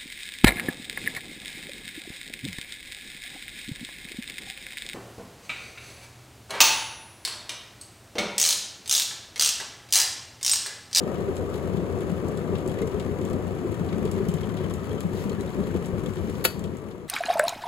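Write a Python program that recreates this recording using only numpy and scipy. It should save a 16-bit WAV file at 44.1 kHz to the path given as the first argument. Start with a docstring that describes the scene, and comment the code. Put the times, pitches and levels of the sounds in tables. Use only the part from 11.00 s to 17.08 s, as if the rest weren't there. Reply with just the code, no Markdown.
"""Deep thumps and a lively fizz: a steel electric kettle at a rolling boil on a kitchen counter. A phone close
to its side picks it up. Random knocks, filtered by water and body, make the rumble; gliding tones make the
bubbles, and filtered noise makes the fizz, steam and spitting drops. Late on, the boil begins to die down, and
just after, the thermostat trips with a clack: bursts of noise and fading tones of lever and steel."""
import sys
import numpy as np
from scipy import signal
from scipy.fft import rfft, irfft
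from scipy.io import wavfile
from scipy.ndimage import uniform_filter1d

SR = 44100
rng = np.random.default_rng(int(sys.argv[2]) if len(sys.argv) > 2 else 0)


def write(x):
    x = np.atleast_2d(x).T
    wavfile.write(sys.argv[1], SR, np.round(np.clip(x, -1, 1) * 32767).astype(np.int16))


N = 268128  # length in samples, about 6 s
T = np.arange(N) / SR
FREQS = np.fft.rfftfreq(2 * N, 1 / SR)

# Moment when the boil begins to die down, just before the thermostat trips.
DIE_DOWN_S = 5.38

# The loudest drops spat against the wall and lid.
# Each row: start in seconds, splash level in dB, sharp tick level in dB.
SPITS = [(0.156, -40, -48), (.222, -47, -57), (.358, -47, -36), (0.367, -34.5, -30.5), (.541, -37, -37),
         (.558, -42, -36), (.77, -37, -42), (1.007, -39.5, -34), (1.285, -56, -33.5), (1.374, -35.5, -33),
         (1.554, -33.5, -48), (1.584, -40, -36), (1.6763, -48, -28), (1.716, -38, -37), (1.788, -38, -37),
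         (1.818, -35, -32), (1.873, -42, -32.5), (1.998, -30.5, -33), (2.214, -43, -36), (2.251, -39, -33),
         (2.259, -45, -46), (2.3, -43, -36), (2.332, -38, -34.5), (2.47, -57, -42), (2.72, -43, -37),
         (2.889, -35.5, -45), (2.928, -37.5, -41), (3.053, -35, -33), (3.1138, -37, -27), (3.117, -42, -32),
         (3.2862, -42, -26), (3.34, -40, -28), (3.383, -38, -46), (3.434, -43, -53), (3.57, -34, -36),
         (3.7385, -39, -27), (4.006, -35, -28), (4.296, -33.5, -34), (4.409, -41, -31.5), (4.637, -44, -44),
         (4.846, -35.5, -41), (4.859, -50, -32.5), (4.864, -54, -37), (5.061, -36.5, -34.5),
         (5.156, -50, -41), (5.168, -36.5, -44), (5.298, -40, -35.5), (5.352, -37, -44), (5.594, -44, -36),
         (5.64, -34, -34), (5.675, -45, -52), (5.77, -51, -37), (5.843, -52, -56), (5.911, -40, -45)]
# Ringing tones of the steel shell. Each row: pitch in Hz, relative level in dB, time to fade by 60 dB in s.
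SHELL = [(1147, -3, 0.19), (1334, -2, 0.28), (1440, 11.5, 0.18), (1840, 10.5, 0.13), (2150, 7, 0.18),
         (2580, 9, 0.21), (2990, 9, 0.16), (3340, 9, 0.15), (3790, 2, .22), (4200, -3, 0.27),
         (4390, 0, .18), (4495, 1, 0.23), (4520, 8, 0.29), (4690, 5, .18), (4800, -2, .22), (7100, -6, .18),
         (7800, -8, 0.18), (9200, -4, .17), (10200, -2, 0.22), (11350, -3, 0.25), (11940, -3, .15),
         (12700, 6, .14), (12800, -7, .18)]
# The water heaves up. Each row: centre in seconds, half length in seconds, rise in dB.
HEAVES = [(3.12, 0.32, 1), (4.66, 0.17, 2)]
# Clusters of steam bubbles collapse together. Each row: centre in s, half length in s, rise in dB.
SURGES = [(.12, .03, 0), (0.286, .05, 1.5), (0.397, 0.016, 4.5), (0.656, 0.016, 2), (0.793, 0.072, 1),
          (0.983, .06, 1), (1.127, 0.028, 0), (1.295, 0.038, 2), (1.563, 0.062, 2), (1.68, 0.021, 0),
          (1.845, 0.039, 1.5), (1.95, 0.02, 2.5), (2.106, .03, 1.5), (2.363, 0.05, 3), (2.5, 0.05, 0.5),
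          (2.734, 0.019, 0), (2.946, 0.096, 1.5), (3.067, 0.035, 2), (3.2, 0.021, 1.5), (3.3, .04, 0),
          (3.56, .03, 0.5), (3.637, 0.031, 2), (3.923, 0.035, 3), (4.06, .025, 1.5), (4.275, 0.081, 1),
          (4.397, 0.013, 3), (4.589, 0.031, 3), (4.757, 0.02, 4), (4.938, 0.015, 5.5), (5.082, 0.031, 3),
          (5.205, 0.021, 3), (5.39, .025, 0.5), (5.654, 0.018, 4), (5.73, 0.022, 4)]
# Lulls between the clusters. Each row: centre in s, half length in s, change in dB (below 0).
LULLS = [(0.356, 0.025, -5), (0.596, .05, -2), (1.42, 0.017, -3.5), (1.64, 0.013, -4.5), (1.741, .02, -3.5),
         (1.913, 0.021, -4.5), (2.165, 0.025, -1.5), (2.282, 0.016, -4), (2.59, .02, -3.5),
         (2.773, 0.016, -3), (3.117, 0.017, -2), (3.402, .04, -2), (3.79, 0.015, -2.5), (3.86, 0.02, -2),
         (4.018, 0.021, -3), (4.375, 0.017, -2), (4.525, 0.023, -7), (4.724, 0.014, -4), (4.903, .025, -2),
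         (5.14, 0.027, -4.5), (5.357, 0.019, -2.5), (5.53, 0.028, -3.5), (5.8, 0.027, -2)]


def undb(db):
    """Turn decibels into a gain."""
    return 10 ** (np.asarray(db) / 20)


def unit(x):
    """Scale to an average strength (rms) of 1."""
    return x / np.sqrt(np.mean(x ** 2))


def across(rows, axis=1):
    """Spread one column of a frequency table over every frequency bin."""
    rows = np.array(rows)
    return np.interp(np.log(FREQS + 1), np.log(rows[:, 0]), rows[:, axis])


def colour(x, points):
    """Filter to a shape of (Hz, relative dB) that falls off past both ends; white noise keeps its power."""
    octaves_below = np.maximum(np.log2(points[0][0] / (FREQS + 1)), 0)
    octaves_above = np.maximum(np.log2((FREQS + 1) / points[-1][0]), 0)
    gain = unit(undb(across(points) - 20 * (octaves_below + octaves_above)))
    # folding the cepstrum makes the filter causal: nothing sounds before its cause
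    cepstrum = irfft(np.log(gain))
    response = np.exp(rfft(2 * cepstrum[:N], 2 * N) - cepstrum[0])
    return irfft(rfft(x, 2 * N) * response)[:N]


def resonate(x, hz, width_hz):
    """Let one resonance ring, with gain 1 at its centre."""
    return signal.lfilter(*signal.iirpeak(hz, hz / width_hz, fs=SR), x)


def fade(t60):
    """Die away smoothly, by 60 dB in t60 seconds."""
    return np.exp(-np.log(1000) * T[:int(t60 * SR) + 2] / t60)


def burst(t60, rise_s=0):
    """Dying noise, which may take a moment to swell."""
    shape = fade(t60)
    swell = 1 - np.exp(-(T[:len(shape)] + 1 / SR) / (rise_s + 1 / SR))
    return shape * swell * rng.standard_normal(len(shape))


def bubble(hz, t60, swell_s, glide):
    """A bubble swells, rings and rises in pitch as it nears the surface."""
    shape = fade(t60)
    t = T[:len(shape)]
    swell = 1 - np.exp(-t / swell_s)
    cycles = hz * t * (1 + glide * t) + rng.random()
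    return shape * swell * np.sin(2 * np.pi * cycles)


def ring(modes, swell_cycles=0.43):
    """Tones (Hz, dB, t60 in s) ring together after one blow; low ones take longer to get going."""
    t = T[:SR // 2]
    out = np.zeros(len(t))
    for hz, db, t60 in modes:
        shape = np.exp(-np.log(1000) * t / t60) * (1 - np.exp(-hz * t / swell_cycles))
        out += undb(db) * shape * np.sin(2 * np.pi * (hz * t + rng.random()))
    return out


def add(track, s, sound):
    """Mix a sound in at time s."""
    start = max(int(s * SR), 0)
    track[start:start + len(sound)] += sound[:max(N - start, 0)]


def walk(rate):
    """Slow random wandering with a spread of 1."""
    k = int(SR / rate)
    steps = np.repeat(rng.standard_normal(N // k + 1), k)
    return unit(uniform_filter1d(steps, k)[:N])


def pops(rate, spread_db):
    """Random clicks, on average rate per second, many small and a few large."""
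    sizes = undb(spread_db * np.minimum(rng.exponential(size=N), 4))
    happens = rng.random(N) < rate / SR
    return unit(happens * sizes * rng.choice([-1, 1], N))


def moments(count, until_s):
    """Random times up to a given moment, one in each equal share of that stretch."""
    return until_s * (np.arange(count) + rng.random(count)) / count


def swells(rows):
    """Smooth rises and falls from rows of (centre in s, half length in s, height)."""
    return sum(height * np.exp(-((T - s) / half_s) ** 2) for s, half_s, height in rows)


def cooling(loss_db_per_s=10, quickening_db_per_s2=9.5):
    """Level change in dB once the boil begins to die down, falling ever faster."""
    since = np.maximum(T - DIE_DOWN_S, 0)
    return -loss_db_per_s * since - quickening_db_per_s2 * since ** 2


def surface_level(steady_db=-54.5, heave_share=0.78, cooling_share=0.81):
    """Surface level in dB: steady, higher when the water heaves, and sinking as it cools."""
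    return steady_db + heave_share * swells(HEAVES) + cooling_share * cooling()


def thin_note(hz=1800, width_hz=19, level_db=-67, start_s=3.6, fade_s=.1):
    """A faint, unsteady note, noise in a narrow resonance, sings late on and stops as the boil starts to die
    down."""
    tone = unit(resonate(rng.standard_normal(N), hz, width_hz))
    present = np.clip(np.minimum(T - start_s, DIE_DOWN_S - T) / fade_s, 0, 1)
    return tone * undb(level_db) * present


def steam():
    """Each puff leaves the spout as a smooth, bright hiss of filtered noise."""
    # Puffs of steam. Each row: centre in seconds, half length in seconds, level in dB.
    puffs = [(0.55, 0.036, -52), (3.194, 0.3, -80), (4.194, 0.073, -46.5), (5.328, 0.19, -54.5)]
    flow = swells([(s, half_s, undb(db)) for s, half_s, db in puffs])
    bright = [(2000, 5), (4000, 4.5), (5500, 0), (8000, -5), (12000, -4), (15500, -11)]
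    return flow * colour(rng.standard_normal(N), bright)


def crackle():
    """Each patch of froth bursts as a quick run of tiny pops."""
    # Patches of froth breaking up. Each row: centre in seconds, half length in seconds, level in dB.
    patches = [(0.192, 0.062, -52), (1.558, 0.064, -52), (1.797, 0.037, -50), (2.92, .03, -51),
               (3.148, .14, -55), (3.608, 0.068, -50), (4.71, .12, -59)]
    flow = swells([(s, half_s, undb(db)) for s, half_s, db in patches])
    tiny = [(1200, -12), (1900, 1.5), (2600, -8), (3300, -4.5), (4800, -18)]
    return flow * colour(pops(rate=400, spread_db=3.0), tiny)


def simmer(start_db=-36, fall_db_per_s=3.5):
    """Smaller, higher bubbles, made of random clicks, grow fainter as the rolling boil takes over."""
    # Colour of the smaller bubbles of the early boil. Each row: frequency in Hz, relative level in dB.
    small_bubbles = [(400, -23.5), (470, 8), (550, 2.5), (600, 1), (680, -1.5), (745, -4), (820, -22.5)]
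    return colour(pops(rate=330, spread_db=1.0), small_bubbles) * undb(start_db - fall_db_per_s * T)


def fragments(count=2, scatter_s=0.031, smaller_db=-13):
    """A big drop breaks up and its pieces land just after it: rows like those of SPITS."""
    return [(s + scatter_s * late, wet_db + smaller_db, sharp_db + smaller_db)
            for s, wet_db, sharp_db in SPITS for late in rng.random(count)]


def droplets(count=20, wet_db=-41, sharp_db=-41, spread_db=2):
    """Lesser drops fly at random until the boil begins to die down: rows like those of SPITS."""
    wet, sharp = spread_db * rng.standard_normal((count, 2)).T
    return list(zip(moments(count, DIE_DOWN_S), wet_db + wet, sharp_db + sharp))


def spits(splash_t60=0.042, spray_t60=0.098, spray_db=-15):
    """A drop lands with a sharp tick amid a duller splash and a little spray, all bursts of noise."""
    splash, tick = np.zeros((2, N))
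    tick_t60, tick_rise_s = .0075, .0004
    splash_rise_s, spray_rise_s = .003, .008
    for s, wet_db, sharp_db in SPITS + fragments() + droplets():
        add(splash, s - splash_rise_s / 2, undb(wet_db) * burst(splash_t60, splash_rise_s))
        add(tick, s - tick_rise_s / 2, undb(sharp_db) * burst(tick_t60, tick_rise_s))
        add(tick, s - spray_rise_s / 2, undb(sharp_db + spray_db) * burst(spray_t60, spray_rise_s))
    dull = colour(splash, [(1700, 7), (3300, 15.5), (5500, 2.5)])
    sharp = colour(tick, [(3500, -9), (5500, 1.5), (8000, 6.5), (12000, -1.5), (15500, -12)])
    return dull + sharp


def plinks(t60=0.046, swell_s=0.00039, glide=1.0, tone_db=-4.5,
           crackle_db=3.5, crackle_t60=0.059, crackle_rise_s=0.0022, width_hz=800):
    """A small bubble rings for a moment amid the crackle of neighbours of about its size."""
    out = np.zeros(N)
    # The clearest small ringing bubbles.
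    # Each row: start in seconds, level in dB before the offsets above, starting pitch in Hz.
    clear_bubbles = [(.222, -38.5, 1890), (1.696, -35, 3250), (1.786, -34, 1930), (1.823, -30, 2050),
                     (1.965, -39, 3170), (2.926, -32, 2180), (3.287, -33, 3040), (3.302, -38, 3060),
                     (3.338, -37, 3070), (3.352, -40, 3080), (3.372, -42, 3050), (3.432, -32, 3200),
                     (3.443, -36, 3030), (3.493, -37.5, 3100), (3.57, -37, 3060), (3.587, -40, 3230),
                     (3.644, -35, 3050), (3.715, -41, 3100), (3.909, -34, 3200), (3.981, -34, 3070),
                     (4.012, -40, 3040), (4.318, -37, 4200), (4.409, -36, 3980), (4.475, -39, 3760),
                     (4.53, -43, 4080), (4.637, -39, 4050), (4.847, -45, 3430), (5.06, -33.5, 3400)]
    for s, db, hz in clear_bubbles:
        add(out, s, undb(db + tone_db) * bubble(hz, t60, swell_s, glide))
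        neighbours = resonate(burst(crackle_t60, crackle_rise_s), hz, width_hz)
        add(out, s - crackle_rise_s, undb(db + crackle_db) * neighbours)
    return out


def froth(count=700, centre_hz=2100, octaves=0.584, cycles=45, swell_s=0.0014, glide=1.2,
          gain_db=6, spread_db=7.0, slope_db=-5):
    """Hundreds of small bubbles ring in the froth; smaller ones are higher, shorter and fainter."""
    out, loud_db = np.zeros(N), surface_level()
    starts = rng.integers(N, size=count)
    draws = np.clip(rng.standard_normal((count, 2)), -2, 2)
    for at, (size, chance) in zip(starts, draws):
        hz = centre_hz * 2 ** (octaves * size)
        db = loud_db[at] + gain_db + spread_db * chance + slope_db * octaves * size
        add(out, T[at], undb(db) * bubble(hz, cycles / hz, swell_s, glide))
    return out


def fizz(hiss_db=1, steel_db=-21, gain_db=10.0):
    """Small bubbles burst in brief sprays over smooth steam hiss, and set the steel faintly singing."""
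    # Colour of bursting film at the surface. Each row: frequency in Hz, relative level in dB.
    film = [(500, -14.5), (1000, -1.5), (1450, -8), (2000, -9), (2600, -13), (3200, -15), (4200, -20.5),
            (5300, -24.5), (6300, -23), (8500, -25), (11000, -26), (15500, -35.5)]
    spray_t60, spray_rise_s = .018, .003
    # add up the power of overlapping sprays, then let it shape fresh noise
    power = signal.fftconvolve(pops(rate=220, spread_db=3.5) ** 2, burst(spray_t60, spray_rise_s) ** 2)[:N]
    spray = unit(np.sqrt(np.abs(power)) * rng.standard_normal(N))
    surface = unit(spray + undb(hiss_db) * rng.standard_normal(N))
    steel = unit(signal.fftconvolve(surface, ring(SHELL))[:N])
    return colour(surface + undb(steel_db) * steel, film) * undb(surface_level() + gain_db)


def switch(crack_db=-2.0, lever_db=-9, shell_db=-40, room_db=-35.0, room_t60=0.38,
           rattle_db=-23, rattle_t60=0.13):
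    """Snaps crack in the plastic handle; the blow on the stop rings lever, base, shell and kitchen."""
    # The latch slips, the lever hits its stop and chatters.
    # Each row: start in seconds, relative level in dB, time to fade by 60 dB in seconds.
    snaps = [(5.4415, -19.5, 0.023), (5.4445, -18, 0.036), (5.448, -19, .02), (5.4504, -9.5, 0.025),
             (5.4523, -17.5, 0.047), (5.4545, -15, 0.038), (5.4581, -29, 0.031), (5.474, -26, .015)]
    # Short-lived tones of the lever and its housing.
    # Each row: pitch in Hz, relative level in dB, time to fade by 60 dB in seconds.
    lever = [(370, -12, 0.1), (510, -12, 0.084), (664, -16, 0.088), (915, -15, 0.081), (1120, -17, 0.058),
             (1290, -12, 0.059), (1440, -17, .05), (1690, -11, 0.047), (1880, -18, .045),
             (2070, -17, 0.045), (2360, -11, 0.039), (2470, -16, .035), (2655, -6.5, 0.05),
             (2750, -15, .035), (3140, -15, 0.04), (3400, -18, .04), (3830, -17, .04), (4380, -17, 0.055),
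             (4630, -13.5, 0.051), (4800, -14, 0.045), (7160, -21, .04), (9000, -7, .024), (13600, -9, .03),
             (14100, -8, .03)]
    # Colour of the clack in the handle. Each row: frequency in Hz, relative level in dB.
    handle = [(100, -7), (350, 1), (750, -10.5), (1300, -9), (2200, -3.5), (3800, -9.5), (4700, -4),
              (5600, -13.5), (7500, -11.5), (8300, -12), (9000, -4), (9800, -11), (12500, -6.5),
              (13900, -5.5), (15200, -18)]
    cracks, rings, room = np.zeros((3, N))
    for s, db, t60 in snaps:
        add(cracks, s, undb(db + crack_db) * burst(t60))
    stop_s = max(snaps, key=lambda row: row[1])[0]  # the loudest snap
    add(cracks, stop_s, undb(rattle_db) * burst(rattle_t60))  # the base rattles briefly
    add(rings, stop_s, undb(lever_db) * ring(lever) + undb(shell_db) * ring(SHELL))
    add(room, stop_s, undb(room_db) * burst(room_t60, rise_s=0.0034))
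    kitchen = colour(room, [(150, 2), (3000, 5), (7000, 3.0), (15500, -8)])  # a duller answer
    return colour(cracks + kitchen, handle) + rings


def gurgle(surge_share=0.22):
    """Middling bubbles ring the hollow of the kettle, each resonance in its own uneven spurts."""
    # The air above the water and the steel wall gurgle along with the bubbles.
    # Each row: pitch in Hz, width in Hz, relative level in dB.
    hollow = [(379, 30.5, -4), (731, 72, -12.5), (967, 43, -13), (1157, 36, -11.5), (1270, 34, -13.5)]
    rings = np.zeros(N)
    for hz, width_hz, db in hollow:
        rings += undb(db) * unit(resonate(pops(rate=120, spread_db=1.65), hz, width_hz))
    return rings * undb(surge_share * swells(SURGES + LULLS))


def rumble(knock_rate=700, knock_db=1.84, surge_db=.5, churn_db=-4, high_cooling=0.37,
           build_db=1.5, build_s=1.0, ease_db=0.7, hollow_db=-14, deep_db=-27, high_db=-24, merge_db=4):
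    """Collapsing steam bubbles knock on churning water and body; deep ones build, higher ones thin out."""
    # Colour of water and body under the bubbles. Each row: frequency in Hz, relative level in dB.
    body = [(26, -34), (42, -13.5), (62, -10), (90, 2), (122, -5.5), (185, 0), (262, -7), (335, -9.5),
            (375, -6.5), (490, -12), (620, -19), (820, -29), (1190, -31.5), (1700, -40)]
    knocking = pops(rate=knock_rate, spread_db=knock_db)
    water = unit(knocking + undb(churn_db) * rng.standard_normal(N))
    water = water * undb(surge_db * walk(15) + swells(HEAVES + SURGES + LULLS))
    knocks = colour(water, body)
    deep = signal.sosfiltfilt(signal.butter(3, 270, fs=SR, output="sos"), knocks)
    high = knocks - deep + undb(hollow_db) * gurgle()
    progress = (T / DIE_DOWN_S) ** 2  # reaches 1 as the boil begins to die down
    deep_level = deep_db - build_db * np.exp(-T / build_s) - ease_db * progress + cooling()
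    # the higher bubbles merge into deep ones as the boil rolls on
    high_level = high_db - merge_db * progress + high_cooling * cooling()
    return deep * undb(deep_level) + high * undb(high_level)


def glugs(count=5, t60=0.07, swell_s=0.00434, glide=0.48, octaves=0.045, spread_db=-2.0):
    """Big steam bubbles ring briefly; lesser ones rise between them until the boil begins to die down."""
    # The biggest steam bubbles. Each row: time in seconds, level in dB, starting pitch in Hz.
    big_bubbles = [(.288, -13.5, 382), (.747, -11, 174), (.783, -10, 173), (1.124, -11, 187),
                   (1.45, -18, 187), (1.532, -13, 390), (1.664, -14.5, 379), (1.69, -11.5, 166),
                   (1.832, -15, 436), (1.948, -13, 414), (2.212, -12, 363), (2.318, -16.5, 98),
                   (2.65, -15, 355), (2.724, -15, 376), (2.813, -9, 173), (2.943, -10.5, 168),
                   (3.05, -12, 393), (3.173, -14.5, 383), (3.205, -12, 383), (3.291, -6, 174),
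                   (3.344, -8, 149), (3.553, -22, 370), (3.656, -14, 169), (4.054, -8, 178),
                   (4.14, -13.5, 99), (4.258, -11, 205), (4.392, -13, 185), (4.581, -13.5, 167),
                   (4.6, -13, 377), (4.748, -14, 348), (4.991, -26, 189), (5.184, -18.5, 320)]
    # Lesser ones come at random around two pitches of the water.
    # Each row: middle pitch in Hz, middle level in dB.
    lesser = [(175, -21.5), (395, -17.5)]
    out, rows = np.zeros(N), list(big_bubbles)
    for hz, db in lesser:
        for s, (size, chance) in zip(moments(count, DIE_DOWN_S), rng.standard_normal((count, 2))):
            rows.append((s, db + spread_db * chance, hz * 2 ** (octaves * size)))
    for s, db, hz in rows:
        add(out, s - swell_s, undb(db) * bubble(hz, t60, swell_s, glide))
    return out


def boil():
    """Everything the boiling water sends along one path."""
    surface = thin_note() + steam() + crackle() + spits() + plinks() + froth() + fizz()
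    return surface + simmer() + rumble() + glugs()


def at_ports(source, ports):
    """Two microphone ports share a sound; the right, turned away, adds scatter from counter and jars."""
    # Phase lead of the left port. Each row: frequency in Hz, lead in radians.
    lead_points = [(0, .6), (220, 1.15), (310, .15), (650, .2), (1000, .6), (1300, -.5), (2000, -1.4),
                   (2900, -4), (4400, -6.5), (5200, -9.4), (9000, -15.7), (13600, -22), (15500, -25.1)]
    left, scatter = source(), source()  # two separate random draws
    share = np.clip(across(ports, axis=2), 0, 1)
    lead = np.interp(FREQS, *np.transpose(lead_points))
    common = share * np.exp(-1j * lead) * rfft(left, 2 * N)
    unrelated = np.sqrt(1 - share ** 2) * rfft(scatter, 2 * N)
    right = irfft((common + unrelated) * undb(across(ports)))[:N]
    return np.array([left, right])


def scene():
    """The boil and the switch reach the phone from different parts of the kettle."""
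    # How the two ports hear each source.
    # Each row: frequency in Hz, right minus left in dB, share common to both from 0 to 1.
    boil_ports = [(40, -12, 0.9), (105, -10, 0.62), (203, -7, 1), (270, -11, 0.28), (369, -3, 1),
                  (810, -6, 0.53), (1160, -9.5, 0.4), (2040, -4, 0), (3300, -6.5, 0.37), (5230, -7.5, 0.45),
                  (6750, 0, 1), (15000, 0, 1)]
    switch_ports = [(170, -6, .95), (450, -3, 1), (1200, -14, .8), (1700, -6.5, .5), (2700, -13, .6),
                    (4300, -2.5, .9), (4850, -12, .9), (6000, -1, 1), (15000, 0, 1)]
    return at_ports(boil, boil_ports) + at_ports(switch, switch_ports)


def record(dry):
    """The phone cuts the top: a steep filter removes what lies above 15800 Hz."""
    return signal.sosfilt(signal.ellip(10, .2, 80, 15800, fs=SR, output="sos"), dry)


dry = scene()
out = record(dry)
write(out)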